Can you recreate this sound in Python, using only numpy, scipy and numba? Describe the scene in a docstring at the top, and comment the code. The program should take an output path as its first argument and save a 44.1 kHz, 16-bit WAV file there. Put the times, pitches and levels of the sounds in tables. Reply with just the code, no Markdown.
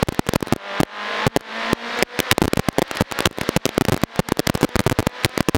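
"""Rally car on gravel, from inside

A four-cylinder engine at full throttle climbs, drops at an upshift and climbs again over the road's roar.
Stones and ruts jolt the body; each jolt comes through the microphone's mount and overloads it with a hard
clack. A limiter ducks the engine and the roar, which swell back between the knocks."""
import sys
import numpy as np
from scipy import signal
from scipy.fft import rfft, irfft
from scipy.io import wavfile
from numba import njit

SR = 44100
rng = np.random.default_rng(int(sys.argv[2]) if len(sys.argv) > 2 else 0)


def wav_out(sig):
    """Save sig, one row per channel (or a flat mono array), as 16-bit PCM at SR to the path in sys.argv[1]."""
    wavfile.write(sys.argv[1], SR, np.round(np.clip(np.atleast_2d(sig).T, -1, 1) * 32767).astype(np.int16))


N = 245637
CYLINDERS = 4


# The engine's overall tone, as an EQ curve: frequency_hz, gain_db
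ENGINE_EQ = [(120, -65), (190, -22.5), (320, -16.5), (450, -8), (600, -2.5), (1100, -6), (1700, 3),
             (2300, -4), (3500, -7), (5000, -24)]
# Cabin resonances that the harmonics sweep through: centre_hz, width_hz, boost_db
CABIN_RESONANCES = [(226.7, 46, 19.5), (488, 45, 11), (582, 48, 4), (678, 34, 5.5), (867, 16, 14.5),
                    (1035, 180, 11), (1240, 130, 3)]

def engine(firing_hz, firing_db=8.0, pair_db=1.0, boom_db=3, waver_db=3.0, flutter=0.0012):
    """Four-stroke growl and its cycle angle; unequal cylinders fill in between the firing harmonics."""
    cycle_hz = firing_hz / CYLINDERS * (1 + flutter * drift(45))
    angle = 2 * np.pi * np.cumsum(cycle_hz) / SR
    grid_hz = np.geomspace(50, 8000, 900)
    cabin_db = sum(db / (1 + (2 * (grid_hz - hz) / width) ** 2) for hz, width, db in CABIN_RESONANCES)
    tone_db = at_hz(ENGINE_EQ, grid_hz) + cabin_db
    growl = np.zeros(N)
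    for k in range(3, 84):
        accent_db = firing_db * (k % CYLINDERS == 0) / (1 + k / 50) + pair_db * (k % 2 == 0)
        accent_db += boom_db * (k in (CYLINDERS, 2 * CYLINDERS))  # these two boom in the bare cabin
        level_db = np.interp(k * cycle_hz, grid_hz, tone_db) + accent_db + waver_db * drift(14)
        growl += from_db(level_db) * np.sin(k * angle + 2 * np.pi * rng.random())
    return rms_one(growl), angle


# Full-throttle pulls, one per gear: start_s, lift_s, start_firing_hz, climb_hz_per_s, level_db
GEAR_PULLS = [(.62, 3.24, 194, 33, -22.5), (3.58, 5.6, 217.5, 20.5, -26.5)]
# Brief flares and slight sags in the engine's pitch: centre_s, firing_bend_hz, half_length_s
REV_BENDS = [(0.661, 6, 0.038), (1.13, -2.5, 0.0687), (1.338, 14, 0.078), (1.491, -4, 0.045),
             (2.243, 9, 0.034), (2.496, 11, .08), (3.574, 6, 0.0587), (4.632, 9.5, .1), (4.96, 6, 0.032),
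             (5.133, -2, 0.0585)]

def throttle(entry_hz=277.7, off_throttle_db=-33.5, fade_s=0.26):
    """Firing rate and engine level: the revs sink before each pull, climb in it, briefly flare or sag."""
    t = np.arange(N) / SR
    revs = [(0, entry_hz)]
    engine_db = np.full(N, off_throttle_db)
    for start_s, lift_s, start_hz, climb, level_db in GEAR_PULLS:
        revs += [(start_s, start_hz), (lift_s, start_hz + climb * (lift_s - start_s))]
        load = np.clip(np.minimum(t - start_s, lift_s - t) / fade_s + 1, 0, 1)
        engine_db += (level_db - off_throttle_db) * load
    bend_hz = sum(hz * np.exp(-((t - s) / half_s) ** 2) for s, hz, half_s in REV_BENDS)
    return in_time(revs) + bend_hz, engine_db


def jolt(ms, push_ms, grit, swing_back=0.27, relax_ms=6.3, grit_ms=1.05, grit_hz=1400, grit_q=0.77):
    """One clack: the diaphragm hits its stop, swings past rest and relaxes; grit roughens the attack."""
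    rebound = -swing_back * np.exp(-np.maximum(ms - push_ms, 0) / relax_ms)
    swing = np.where(ms < push_ms, 1, rebound)
    chatter = 2 * resonate(rng.standard_normal(len(ms)), grit_hz, grit_q)
    crunch = grit * chatter * np.exp(-np.maximum(ms, 0) / grit_ms)
    return np.clip(swing + crunch, -1, 1) * (ms > 0)


def knocks(hits, bounce_gain=0.74, bounce_gap_ms=5, sure_bounce_db=28.5, size=1500):
    """A jolt per hit; the harder the stone, the likelier it strikes again, softer and smoother."""
    track = np.zeros(N + size)
    ms = np.arange(size) / SR * 1000
    for (start_s, level_db, push_ms, grit), (luck, spread) in zip(hits, rng.random((len(hits), 2))):
        bounces = luck < from_db(level_db - sure_bounce_db)
        again_ms = push_ms + bounce_gap_ms * (.5 + spread)
        clack = jolt(ms, push_ms, grit)
        clack += bounces * bounce_gain * jolt(ms - again_ms, push_ms, grit / 2)
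        at = int(np.clip(start_s * SR, 0, N))
        track[at:at + size] += from_db(level_db) * clack
    return track[:N]


# Stones and ruts hitting the body: start_s, level_db, push_ms, grit (0 is a clean clack, more crunches)
STONE_HITS = [(0.0278, 21.0, 3.02, 0.12), (0.0857, 10.5, 4.35, 0.65), (0.123, -3, 1.7, 0.34),
              (0.193, 16.5, 1.82, 0.11), (0.2888, 5.5, 3.44, 1.5), (0.3356, 2.5, 0.76, 1.1),
              (0.3586, 23, 2.64, 0.59), (0.4264, 9.5, 1.47, 0.15), (0.5248, 24, 2.04, 0.19),
              (0.562, 6.5, 1.03, 0.34), (0.8028, 22, 2.07, 0.3), (0.8325, 23, 0.82, 0.4),
              (1.2667, 25.5, 3.14, 0.19), (1.3633, 27.5, 0.83, 0.66), (1.7309, 15, 1.4, 0.14),
              (2.0256, 28.5, 0.72, 1.16), (2.1907, 1.5, 1.46, 2.06), (2.202, 7.5, 1, 2.3),
              (2.313, 26.5, 5.83, 18), (2.3811, 22, 0.65, 0.24), (2.418, 38.5, 1.76, 0.15),
              (2.438, 29, 5.4, 0.63), (2.479, 20.5, 1.5, 0.9), (2.534, 22, 1.05, 0.82),
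              (2.5716, 16, 2.8, 0.5), (2.5933, 17, 3.22, 0.24), (2.6864, 22, 2.18, 0.88),
              (2.7843, 23.5, 0.79, 0.39), (2.819, 20.5, 0.74, 0.56), (2.9123, 0, 0.53, 3),
              (2.9706, -5, 0.2, 2.3), (3.0086, 27, 2.82, 0.23), (3.1223, 6.0, 0.24, 1.13),
              (3.2051, 5.5, 0.51, 0.89), (3.2572, 31.5, 4.06, 2.6), (3.311, 1.5, 1.3, 0.3),
              (3.385, 3, 0.74, 0.3), (3.4122, 0.5, 3.5, 3.3), (3.4905, 5.0, 1.18, 0.89),
              (3.5642, 25.5, 2.84, 1.17), (3.6551, 17, 1.15, 2.1), (3.691, 4.5, 0.8, 1.8),
              (3.7795, 24, 1.14, 0.2), (3.8107, 24.5, 1.86, 0.25), (3.8514, 16, 0.64, 1.0),
              (3.8844, 17.5, 2.96, 0.3), (3.9213, 18, 4.3, 0.33), (3.9426, 14, 2.1, 0.3),
              (4.0356, 25, 2.28, 0.9), (4.1926, 24, 3.07, 0.67), (4.2871, -1, 2.66, 5.6),
              (4.3209, 22.5, 1.53, 0.19), (4.3934, 18.5, 0.99, 1.5), (4.4713, 11.5, 3.1, 4.4),
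              (4.4978, 18, 2.37, 0.26), (4.551, 11, 3.2, 0.89), (4.6301, 22, 1.6, 0.17),
              (4.6442, 20.5, 1.11, 0.14), (4.7567, 18.5, 6.9, 0.78), (4.7926, 19.5, 2.74, 1.44),
              (4.8647, 27.5, 3.75, 0.25), (4.8966, 15.5, 2.1, 4), (4.9128, 16.5, 5.07, 0.17),
              (4.9886, 19, 5.5, 0.19), (5.027, 5.5, 0.61, 0.33), (5.0692, 18, 2.7, 0.4),
              (5.247, 17.5, 4.74, 3), (5.3768, 4.5, 1.19, 2.1), (5.4057, 20, 2.3, 0.35),
              (5.4865, 22.5, 1.38, 0.9), (5.5477, 19, 5.7, 0.23)]

def stones(pebble_count=100, pebble_db=-9, spread_db=7.5, push_ms=.3, scatter_s=0.031, grit=0.87):
    """The big knocks, and small pebbles that fly up with them and tick around them."""
    near_s = rng.choice(np.array(STONE_HITS)[:, 0], pebble_count)
    pebbles = [(s + scatter_s * timing, pebble_db + spread_db * force, push_ms * from_db(4 * length), grit)
               for s, (timing, force, length) in zip(near_s, rng.standard_normal((pebble_count, 3)))]
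    return knocks(STONE_HITS) + knocks(pebbles)


def microphone(jolts, coupling_hz=160, leak_hz=40, mount_hz=350, mount_q=1.2, mount_db=-5):
    """The microphone's bass roll-off turns each push into a spike, and its mount adds a short thud."""
    spikes = high_pass(high_pass(jolts, coupling_hz), leak_hz)
    thud = from_db(mount_db) * resonate(spikes, mount_hz, mount_q)
    return spikes + thud


# The tone of tyres, gravel spray and transmission: frequency_hz, gain_db
ROAR_EQ = [(40, -28), (120, -33), (200, -6.5), (330, -6), (520, -0.5), (900, -4), (1900, -1), (2700, -7),
           (4000, -7), (5500, -16), (7500, -27.5), (11000, -37), (15500, -45)]
# The fader ride on the road roar: time_s, level_db
ROAR_LEVELS = [(0, -31.5), (.55, -29), (1.1, -28), (2.3, -23.5), (3.2, -24.5), (4.1, -27), (5.57, -25.5)]

def road_roar(cycle_angle, throb=0.31):
    """A bed of gravel spray and mechanical rush, dulled by the body shell, throbbing with the firings."""
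    hz = np.maximum(np.arange(N // 2 + 1) * SR / N, 1)
    spectrum = rfft(rng.standard_normal(N)) * from_db(at_hz(ROAR_EQ, hz))
    rush = rms_one(irfft(spectrum, N))
    pulse = 1 + throb * np.cos(CYLINDERS * cycle_angle)
    return from_db(in_time(ROAR_LEVELS)) * rush * pulse


def from_db(db):
    return 10 ** (np.asarray(db) / 20)


def rms_one(x):
    return x / np.sqrt(np.mean(x ** 2) + 1e-20)


def in_time(points):
    """An automation curve, read at every sample."""
    return np.interp(np.arange(N) / SR, *np.transpose(points))


def at_hz(points, hz):
    """An EQ curve, read on a log-frequency axis."""
    point_hz, gain_db = np.transpose(points)
    return np.interp(np.log(hz), np.log(point_hz), gain_db)


def drift(rate_hz):
    """A random wander of spread about 1."""
    return np.interp(np.arange(N) / SR * rate_hz, np.arange(2000), rng.standard_normal(2000))


def high_pass(x, hz):
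    return signal.lfilter(*signal.butter(1, hz, "high", fs=SR), x)


def resonate(x, hz, q):
    return signal.lfilter(*signal.iirpeak(hz, q, fs=SR), x)


def scene():
    """Engine, knocks and road meet at one microphone, the same in both channels."""
    firing_hz, engine_db = throttle()
    growl, cycle_angle = engine(firing_hz)
    cabin = from_db(engine_db) * growl + microphone(stones()) + road_roar(cycle_angle)
    return np.array([cabin, cabin])


@njit
def ducking(excess_db, attack, release):
    """Gain reduction in dB: holds each overshoot, lets it fade, and follows it with a short lag."""
    duck_db = np.zeros(len(excess_db))
    held, now = 0., 0.
    for i in range(len(excess_db)):
        held = max(excess_db[i], held * (1 - release))
        now += attack * (held - now)
        duck_db[i] = now
    return duck_db


def record(dry, ceiling=0.56, attack_s=0.0004, release_s=.12, cutoff_hz=15900):
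    """A fast limiter with slow recovery pumps the mix; what slips past it clips, and the top is cut."""
    excess_db = 20 * np.log10(np.maximum(np.abs(dry[0]) / ceiling, 1))
    duck_db = ducking(excess_db, 1 - np.exp(-1 / (attack_s * SR)), 1 / (release_s * SR))
    limited = np.clip(dry * from_db(-duck_db), -1, 1)
    return signal.sosfilt(signal.ellip(10, .1, 75, cutoff_hz, fs=SR, output="sos"), limited)


dry = scene()
out = record(dry)
wav_out(out)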